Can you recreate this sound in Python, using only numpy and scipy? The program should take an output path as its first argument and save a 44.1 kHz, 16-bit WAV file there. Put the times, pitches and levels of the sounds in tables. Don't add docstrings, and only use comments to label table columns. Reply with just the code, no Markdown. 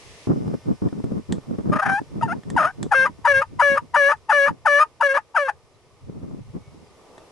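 import sys
import numpy as np
from scipy import signal
from scipy.fft import rfft, irfft, next_fast_len
from scipy.io import wavfile
from scipy.ndimage import uniform_filter1d, minimum_filter1d

SR = 44100
rng = np.random.default_rng(int(sys.argv[2]) if len(sys.argv) > 2 else 0)


def output_pcm(signal):
    pcm = np.clip(np.atleast_2d(signal).T, -1, 1) * 32767
    wavfile.write(sys.argv[1], SR, np.round(pcm).astype(np.int16))


N = 322723


def gain_of(db):
    return 10 ** (np.asarray(db) / 20)


def evened(x):
    return x / np.sqrt(np.mean(x ** 2) + 1e-20)


def spectrum_gain(points, hz):
    point_hz, point_db = np.transpose(points)
    return gain_of(np.interp(np.log(hz + 1), np.log(point_hz + 1), point_db))


def level_curve(points):
    return gain_of(np.interp(np.arange(N) / SR, *np.transpose(points)))


def add(mix, start_s, sound):
    part = mix[..., max(0, round(start_s * SR)):][..., :sound.shape[-1]]
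    part += sound[..., :part.shape[-1]]


def coloured(x, spectrum):
    n = x.shape[-1]
    size = next_fast_len(n + 512)
    gain = spectrum_gain(spectrum, np.fft.rfftfreq(size, 1 / SR))
    return evened(irfft(rfft(x, size) * gain, size)[..., :n])


def wander(n, hz):
    size = next_fast_len(n + 1024)
    soft = np.exp(-(np.fft.rfftfreq(size, 1 / SR) / hz) ** 2)
    return evened(irfft(rfft(rng.standard_normal(size)) * soft, size))[:n]


def pair(n, likeness):
    left, other = rng.standard_normal((2, n))
    c = np.clip(likeness, -1, 1)
    return np.array([left, c * left + np.sqrt(1 - c * c) * other])


def fade(n, rise_s, fall_s):
    t = np.arange(n) / SR
    fade_in = np.sin(np.pi / 2 * np.clip(t / rise_s, 0, 1))
    fade_out = np.sin(np.pi / 2 * np.clip((t[-1] - t) / fall_s, 0, 1))
    return fade_in * fade_out


# time_s, level_db
HISS_LEVEL = [(0, -49.5), (.26, -50), (.3, -58), (1.2, -60), (2.1, -60), (3.2, -62.5), (5.6, -66),
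              (6.5, -63), (7.32, -60)]
AIR_LEVEL = [(0, -50.5), (.26, -52.5), (.32, -54.5), (2.1, -55), (4.2, -57.5), (5.7, -59.5), (6.5, -57),
             (7.32, -50.5)]
# frequency_hz, relative_db (per Hz)
HISS = [(1060, -21), (1800, -0.5), (2210, 1), (2700, -1.5), (3650, -3.5), (4240, -4.5), (6160, -5),
        (6670, -8), (10900, -12.5), (12000, -29), (15600, -60), (22000, -120)]
AIR = [(25, -11), (70, 0), (140, -11.5), (250, -5.5), (420, 2.5), (700, -4.5), (1200, -6), (2000, -34),
       (3500, -32.5)]
# time_s, level_db
MOTOR_LEVEL = [(0, -86), (.3, -60.5), (.55, -60), (1.3, -66), (2.2, -64.5), (5.6, -74), (7.32, -69)]
# frequency_hz, relative_db
MOTOR = [(300, -6.5), (1500, 0), (2100, 0), (3300, -10.5), (4200, -11.5), (5100, 1), (5700, -2.5),
         (6400, -12), (7500, -11), (11000, -14)]
MOTOR_HZ = 299.7


def background():
    hiss = coloured(pair(N, 0.055), HISS) * level_curve(HISS_LEVEL)
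    swell = gain_of(1.15 * wander(N, 8.7))
    air = coloured(pair(N, 0.82), AIR) * level_curve(AIR_LEVEL) * swell
    turns = np.cumsum(MOTOR_HZ * (1 + 0.00052 * wander(N, 8))) / SR
    pulses = np.diff(np.floor(turns), prepend=0)
    buzz = coloured(pulses - pulses.mean(), MOTOR) * level_curve(MOTOR_LEVEL)
    return hiss + air + buzz


# time_s, level_db
BREEZE_LEVEL = [(0, -53), (2.5, -46), (3.6, -46.5), (5.1, -65), (5.9, -58.5), (6.25, -40), (6.75, -50),
                (7, -67), (7.32, -68)]
# frequency_hz, relative_db (per Hz)
BREEZE = [(20, -10), (45, -7.5), (90, 2.5), (140, 0.5), (220, -15.5), (500, -39.5), (1500, -74)]


def breeze(gust_db=4):
    gusts = evened(gain_of(gust_db * wander(N, 17)))
    return coloured(pair(N, 0), BREEZE) * gusts * level_curve(BREEZE_LEVEL)


# start_s, relative_level_db
KNOCKS = [(0.271, -9), (0.477, -7.5), (0.538, -10), (0.819, -15), (0.926, -12.5), (1.001, -15.5),
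          (1.04, -11), (1.119, -13), (1.177, -12), (1.325, -10.5), (1.38, -16.5), (1.509, -14.5),
          (1.584, -11), (1.695, -12), (2.014, -17.5), (2.552, -12), (2.862, -15.5), (3.716, -18),
          (4.507, -15.5), (6.096, -21), (6.161, -25.5), (6.229, -27), (6.309, -25), (6.372, -28.5),
          (6.559, -20)]


def knocks(trim_db=-1.5, centre_hz=200, thud_t60_s=0.038, tick_db=-7, tick_t60_s=0.026):
    out = np.zeros((2, N))
    t = np.arange(SR // 12) / SR
    tick_colour = [(120, -27.0), (400, 6.0), (650, -12.0), (1200, -18.5), (2000, -34.0), (4000, -46)]
    for start_s, db in KNOCKS:
        hz = centre_hz * 2 ** rng.uniform(-0.74, 0.52, (2, 1))
        phase = rng.random((2, 1))
        thud = np.sin(2 * np.pi * (hz * t + phase)) * gain_of(-60 * t / thud_t60_s)
        tick = coloured(pair(len(t), 0.24), tick_colour) * gain_of(tick_db - 60 * t / tick_t60_s)
        add(out, start_s, gain_of(db + trim_db) * (thud + tick) * fade(len(t), 0.0037, .01))
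    return out


# start_s, length_s, rise_s, relative_level_db
RUBS = [(0.274, 0.069, 0.0076, -18.5), (0.355, 0.11, 0.0073, -25.5), (0.474, 0.071, 0.0046, -20.5),
        (0.647, 0.072, 0.028, -18), (0.817, 0.056, .005, -17.5), (0.922, 0.086, 0.0087, -29),
        (1.037, 0.15, 0.008, -25), (1.284, 0.084, 0.019, -24), (1.463, 0.092, 0.055, -24),
        (1.58, 0.027, .005, -27.5), (1.629, .14, 0.047, -20.5), (1.836, 0.1, 0.041, -24),
        (1.996, 0.02, 0.013, -30), (2.097, 0.28, 0.078, -26), (2.448, 0.13, .025, -27.5),
        (2.586, .09, .02, -34), (2.761, 0.094, 0.085, -24), (2.966, 0.14, 0.033, -35),
        (3.176, 0.016, .015, -39), (3.332, 0.065, 0.016, -41), (3.475, 0.11, .09, -38.5),
        (3.682, 0.064, 0.027, -33), (3.808, 0.036, 0.018, -39.5), (3.928, 0.038, .025, -39.5),
        (4.314, 0.036, .025, -47), (4.458, 0.071, 0.055, -31.5), (6.06, 0.13, 0.026, -37),
        (6.204, 0.043, 0.026, -27.5), (6.271, 0.12, 0.016, -34.5), (6.531, 0.035, 0.027, -25.5),
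        (6.705, 0.13, 0.022, -47), (6.85, 0.37, .02, -61)]
RUB_FALL_DB_PER_S = 650.5


def strokes():
    out = np.zeros(N)
    for start_s, length_s, rise_s, db in RUBS:
        t = np.arange(0, length_s + .1, 1 / SR)
        fall_db = RUB_FALL_DB_PER_S * np.maximum(t - length_s, 0)
        add(out, start_s, np.minimum(t / rise_s, 1) * gain_of(db - fall_db))
    return out


# frequency_hz, relative_db (per Hz)
CASE = [(25, -36.5), (60, -15), (90, -8.5), (145, 1), (260, -1.5), (420, -11), (740, -25), (1150, -30),
        (1650, -41.5), (2500, -56.5), (4000, -89)]


def rubbing(trim_db=-1.0, lumpy_db=2, slips_per_s=900, smooth_db=-8):
    slipping = rng.random(N) < slips_per_s / SR
    friction = evened(pair(N, -0.5) * slipping) + gain_of(smooth_db) * pair(N, -0.18)
    grip = evened(gain_of(lumpy_db * wander(N, 41)))
    return coloured(friction, CASE) * grip * strokes() * gain_of(trim_db)


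# start_s, relative_level_db, treble_db
CLICKS = [(0.886, -35, -25), (1.0412, -41, 0.5), (1.324, -23.5, 3.5), (2.4345, -37.5, -18),
          (2.5019, -28, 1), (2.829, -26, 5.5), (4.171, -49, -3), (4.964, -61, -15), (7.1798, -33.5, -31)]
# frequency_hz, relative_level_db, t60_s
PLASTIC = [(1150, -17, 0.0343), (1824, 14.5, 0.027), (3370, -9, .03), (3420, 2, 0.046), (7190, 1.5, 0.051),
           (7860, -5, 0.039), (9240, -11, 0.043)]


def clicks(crack_t60_s=0.02, ring_db=-17, trim_db=-4, rattle_db=-19, rattle_t60_s=0.19):
    out = np.zeros((2, N))
    t = np.arange(SR // 8) / SR
    decay = gain_of(-60 * t / crack_t60_s) + gain_of(rattle_db - 60 * t / rattle_t60_s)
    snap_colour = [(500, 8), (1850, -2.0), (2600, -14), (3500, 1.0), (5000, -11.0), (7800, -2), (12000, -27.5)]
    lowpass = signal.butter(1, 3000, fs=SR, output="sos")
    for start_s, db, treble_db in CLICKS:
        snap = coloured(pair(len(t), 0.89), snap_colour)
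        ring = sum(gain_of(mode_db - 60 * t / t60_s) * np.sin(2 * np.pi * (hz * t + rng.random((2, 1))))
                   for hz, mode_db, t60_s in PLASTIC)
        click = snap * decay + gain_of(ring_db) * ring
        body = signal.sosfilt(lowpass, click)
        add(out, start_s, gain_of(db + trim_db) * (body + gain_of(treble_db) * (click - body)))
    return out


# frequency_hz, relative_db
OVERTONES = [(1750, -16.5), (2250, -15), (2850, -23), (3400, -33.5), (4400, -37.5), (5200, -47.5),
             (8000, -53.5)]
# frequency_hz, relative_db (per Hz)
THROAT = [(250, -32.5), (520, -42), (850, 4), (1300, 5), (1750, 3), (2100, -8.5), (2900, -18),
          (3600, -27.5), (6000, -48), (11000, -39)]


def syrinx(hz, partials, rasp, bright_db=0, jitter=0.075, shimmer=0.043, air_db=-4, leak=0.057,
           waver_db=3, tremble=.18):
    n, rasp = len(hz), np.clip(rasp, 0, 1)
    t = np.arange(n) / SR
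    turns = np.cumsum(hz * (1 + (0.0027 + jitter * rasp) * wander(n, 316))) / SR
    strength = np.sqrt(np.sum(np.square(partials), axis=0))
    heights = list(partials)
    for k in range(len(partials) + 1, 14):
        swell = np.sin(2 * np.pi * (rng.uniform(11, 12) * t + rng.random()))
        waver = gain_of(bright_db + waver_db * swell)
        grain = 1 + tremble * np.log2(k / 2) * wander(n, 250)
        heights.append(strength * spectrum_gain(OVERTONES, k * hz) * waver * grain)
    tone = sum(height * np.cos(2 * np.pi * (k * turns + rng.random()))
               for k, height in enumerate(heights, 1))
    tone *= np.sqrt(2 - rasp ** 2) * (1 + shimmer * rasp * wander(n, 190))
    puffs = coloured(rng.standard_normal(n) * (1 + 0.54 * np.cos(2 * np.pi * turns)), THROAT)
    return tone + gain_of(air_db) * (rasp + leak) * strength * puffs


# frequency_hz, gain_db
RESONANCES = [(515, -18), (560, -8), (620, -12), (700, -9.5), (800, -2), (930, 1), (1000, -2.5),
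              (1075, -27), (1130, -19), (1210, 0), (1320, -5.5), (1450, 1.5), (1600, 0), (1760, -4.5),
              (1860, -24), (2000, -11.5)]


def throat(hz, count=2, notch_hz=1643, notch_width_hz=26, notch_db=-17):
    partial_hz = np.arange(1, count + 1)[:, None] * hz
    off = ((partial_hz - notch_hz) / notch_width_hz) ** 2
    notch = np.sqrt((off + gain_of(notch_db) ** 2) / (off + 1))
    return spectrum_gain(RESONANCES, partial_hz) * notch


STUTTER_PER_S = 30.3


def note(curve, bright_db=-4, rise_s=0.0044, fall_s=0.0077, gap_shape=1.4, lead_s=0.0011):
    time_s, *columns = np.transpose(curve)
    t = np.arange(time_s[0], time_s[-1], 1 / SR)
    hz, db, rasp, stutter = (np.interp(t, time_s, column) for column in columns)
    gaps = abs(np.cos(np.pi * STUTTER_PER_S * (t - t[0] + lead_s))) ** gap_shape
    chop = 1 - np.clip(stutter, 0, 1) * gaps
    voice = syrinx(hz, throat(hz) * gain_of(db) * chop, rasp, bright_db)
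    return t[0], voice * fade(len(t), rise_s, fall_s)


def crack(start_s, length_s, start_hz, end_hz, db, rasp, fundamental_db=0, rise_s=0.0021, fall_s=0.0036,
          arch=0.58, bright_db=-4):
    t = np.arange(-.015, length_s + .02, 1 / SR)
    along = np.clip(t / length_s, 0, 1)
    onset = 1 / (1 + np.exp(-t / rise_s))
    release = 1 / (1 + np.exp((t - length_s) / fall_s))
    swell = (1 + arch * (np.sin(np.pi * along) - .5)) * onset * release
    hz = start_hz + (end_hz - start_hz) * along
    partials = throat(hz) * gain_of([[db + fundamental_db], [db]]) * swell
    return start_s + t[0], syrinx(hz, partials, rasp, bright_db)


SAG_S, TIGHTEN_S = 0.013, .04
DULL_SHARE, FULL_DB = 0.26, -13
LOOSE_DB = [-2, 4, -2.5]


def held(start_s, length_s, top_hz, low_hz, end_hz, db, change_db, sag_at_s, loosen_s, overlap_s=0.0045,
         settle_s=.009, first_rasp=.45, last_rasp=0.34, loosen_edge_s=.004, rise_s=.01, fall_s=.009):
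    t = np.arange(-overlap_s, length_s + overlap_s, 1 / SR)
    hz = low_hz + (top_hz - low_hz) / (1 + np.exp((t - sag_at_s) / SAG_S))
    hz = hz + (end_hz - low_hz) * np.exp(-((t[-1] - t) / TIGHTEN_S) ** 2)
    loose = .5 + .5 * np.tanh((t - length_s + loosen_s) / loosen_edge_s)
    rasp = first_rasp * np.exp(-(t - t[0]) / settle_s) + last_rasp * loose
    effort_db = db + change_db * t / length_s
    soft_db = FULL_DB + DULL_SHARE * (effort_db - FULL_DB)
    partials_db = [soft_db, soft_db, effort_db] + np.outer(LOOSE_DB, loose)
    voice = syrinx(hz, throat(hz, count=3) * gain_of(partials_db), rasp)
    return start_s + t[0], voice * fade(len(t), rise_s, fall_s)


DROP_FROM_HZ, DROP_TO_HZ, LIFT_FROM_HZ, LIFT_TO_HZ = 790, 606, 595.6, 616.8
JUMP_S = 0.0068


def yelp(row, slide_hz_per_s=2800, squeak_rasp=0.44, drop_thin_db=-7, lift_thin_db=-8, lift_arch=.05,
         tail_s=0.019, tail_fall_s=.0055, tail_lead_s=.003, tail_rasp=0.45):
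    start_s, squeak_s, drop_s, hold_s, lift_s = row[:5]
    squeak_hz, top_hz, low_hz, end_hz, tail_hz = row[5:10]
    squeak_db, drop_db, hold_db, change_db, lift_db, tail_db, sag_at_s, loosen_s = row[10:]
    drop_at, hold_at, lift_at, tail_at = start_s + np.cumsum([squeak_s, drop_s, hold_s, lift_s])

    def squeak(at_s, length_s, hz, db, rasp, **shape):
        slide_hz = slide_hz_per_s * length_s / 2
        return crack(at_s, length_s, hz + slide_hz, hz - slide_hz, db, rasp, **shape)

    return [squeak(start_s, squeak_s, squeak_hz, squeak_db, squeak_rasp),
            crack(drop_at, drop_s, DROP_FROM_HZ, DROP_TO_HZ, drop_db, JUMP_S / drop_s, drop_thin_db),
            held(hold_at, hold_s, top_hz, low_hz, end_hz, hold_db, change_db, sag_at_s, loosen_s),
            crack(lift_at, lift_s, LIFT_FROM_HZ, LIFT_TO_HZ, lift_db, JUMP_S / lift_s, lift_thin_db,
                  arch=lift_arch),
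            squeak(tail_at - tail_lead_s, tail_s, tail_hz, tail_db, tail_rasp, fall_s=tail_fall_s)]


def field(x, t60_s=0.09, far_t60_s=0.13, far_db=-27):
    t = np.arange(SR // 2) / SR
    decay = gain_of(-60 * t / t60_s) + gain_of(far_db - 60 * t / far_t60_s)
    tail = rng.standard_normal((2, len(t))) * decay * (t > .002)
    return signal.fftconvolve(x[None], tail / np.linalg.norm(tail[0]), axes=1)[:, :N]


# time_s, pitch_hz, relative_level_db, rasp (0-1), stutter (0-1)
NOTES = [
    [(1.718, 586.4, -16, 0.34, 0.6), (1.765, 630.4, -15, 0.72, 0.84), (1.812, 614, -15, 0.46, 0.91),
     (1.822, 794, -18, 0.48, 0.8), (1.866, 793.5, -16.5, 1, 0.77), (1.905, 769, -16.5, .45, 0.73),
     (1.93, 782, -20, .08, 0), (1.972, 809, -22.5, 0, 0.03), (2.0, 917, -24.5, 0.25, 0)],
    [(2.211, 667, -18.5, 0.06, 0.1), (2.223, 615, -31, 0, 0.1), (2.225, 945, -25, .1, 0),
     (2.234, 923, -13.5, 0.01, 0.15), (2.266, 880, -35.5, 0.24, 1), (2.29, 658, -24.5, 0.37, 0.4),
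     (2.321, 712, -22.5, 0, 0), (2.334, 897, -28.5, .25, 0.1), (2.346, 950, -36, .25, 0.1)],
    [(2.563, 994, -13.5, 0.14, 0), (2.575, 887, -16, 0.1, 0.4), (2.581, 737.6, -7.5, 0.32, 0.3),
     (2.596, 638, -15, 0.84, 0.04), (2.609, 606.5, -14, 0.37, 0), (2.634, 679.6, -15, 1, 0),
     (2.655, 609, -13, 0.27, 0), (2.675, 707, -22, 0.87, 0), (2.718, 812, -42, 0.2, 0.2)],
]
# start_s, squeak_s, drop_s, hold_s, lift_s, squeak_hz, top_hz, low_hz, end_hz, tail_hz,
# squeak_db, drop_db, hold_db, change_db (over the hold), lift_db, tail_db,
# sag_at_s (into the hold), loosen_s (rasp at its end)
YELPS = [(2.917, .016, 0.013, 0.11, 0.011, 833, 536.6, 518, 537, 995, -11, -10.5, -12.5, -3, -12, -22, 0.044, 0.011),
         (3.251, .019, 0.0068, 0.14, 0.011, 947, 579.7, 533.8, 547.7, 928, -8, -10.5, -10.5, -1, -13, -29, 0.046, 0.01),
         (3.597, 0.015, 0.011, 0.15, .011, 960, 576.6, 556.3, 550.6, 967, -6, -8.5, -11.5, -3, -11.5, -30, 0.052, 0.021),
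         (3.944, .013, 0.0083, 0.15, 0.012, 965, 586.5, 554.8, 587, 899, -8.5, -5.5, -12, 1, -11.5, -24, 0.039, 0.028),
         (4.293, .025, 0.0099, 0.15, .011, 875, 583.4, 555, 566, 922, -15, -6, -11.5, -1, -12.5, -25, 0.053, 0.019),
         (4.658, .007, .014, 0.12, 0.037, 886, 588, 570.7, 582, 929, -10, -10, -13, 3.5, -9.5, -32, .03, .012),
         (5.008, .012, .010, 0.14, 0.0096, 931, 579.7, 537.5, 562.4, 891, -14, -13, -13, 0.5, -9.5, -25, .038, 0.034),
         (5.347, .015, .022, 0.096, .008, 930, 589, 529, 531, 858, -24, -8.5, -17, -9, -19, -17.5, 0.048, 0.011)]
# frequency_hz, gain_db
RIGHT = [(560, -1), (950, -3.5), (1250, -4), (1700, -5.5), (2250, -13.5), (2900, -6.5), (4000, -5),
         (6000, -2), (11000, -7)]
# frequency_hz, lag_rad
RIGHT_LAG = [(500, -0.42), (1720, 0.87), (2150, 0.65), (2760, -0.46), (3450, 1), (5600, -0.7)]
FLUTTER_HZ = 3900


def turkey(voice_db=1.0, scatter_db=-20, metal_db=(-26, -28, -33), fizz_db=-38):
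    voice = np.zeros(N)
    for curve in NOTES:
        add(voice, *note(curve))
    for row in YELPS:
        for part in yelp(row):
            add(voice, *part)
    fizz_colour = [(1500, -11.0), (4000, -5), (7000, 4.5), (12000, 4), (14000, -28)]
    fizz = gain_of(fizz_db) * voice * coloured(pair(N, 0.36), fizz_colour)
    turns = FLUTTER_HZ * np.arange(N) / SR
    flutter = sum(gain_of(db) * np.cos(2 * np.pi * k * turns) for k, db in enumerate(metal_db, 1))
    voice = voice + flutter * signal.sosfilt(signal.butter(1, 900, "high", fs=SR, output="sos"), voice)
    size = next_fast_len(N)
    hz = np.fft.rfftfreq(size, 1 / SR)
    lag = np.exp(-1j * np.interp(hz, *np.transpose(RIGHT_LAG)))
    right = irfft(rfft(voice, size) * spectrum_gain(RIGHT, hz) * lag, size)[:N]
    direct = gain_of(voice_db) * np.array([voice, right])
    return direct + fizz + gain_of(scatter_db) * field(voice)


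# start_s, length_s, pitch_hz, level_db
WHISTLES = [(5.723, 0.053, 3980, -75), (6.555, 0.21, 2223, -70.5), (6.83, 0.083, 4760, -74),
            (7.067, 0.28, 2670, -75)]


def songbirds(quaver=0.0035):
    out = np.zeros(N)
    for start_s, length_s, hz, db in WHISTLES:
        n = int(length_s * SR)
        turns = np.cumsum(hz * (1 + quaver * wander(n, 57))) / SR
        add(out, start_s, gain_of(db) * evened(np.hanning(n) * np.sin(2 * np.pi * turns)))
    return out


def scene():
    return background() + breeze() + knocks() + rubbing() + clicks() + turkey() + songbirds()


EDGE_HZ = 11850


def record(dry, limit_db=-5, slope=1.0):
    peak = -minimum_filter1d(-abs(dry).max(axis=0), size=200)
    over_db = np.maximum(20 * np.log10(peak + 1e-9) - limit_db, 0)
    limited = dry * gain_of(-np.clip(slope, 0, 1) * uniform_filter1d(over_db, size=120))
    lowpass = signal.firwin(301, EDGE_HZ, window=("kaiser", 9), fs=SR)
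    return signal.oaconvolve(limited, lowpass[None], "same")


dry = scene()
out = record(dry)
output_pcm(out)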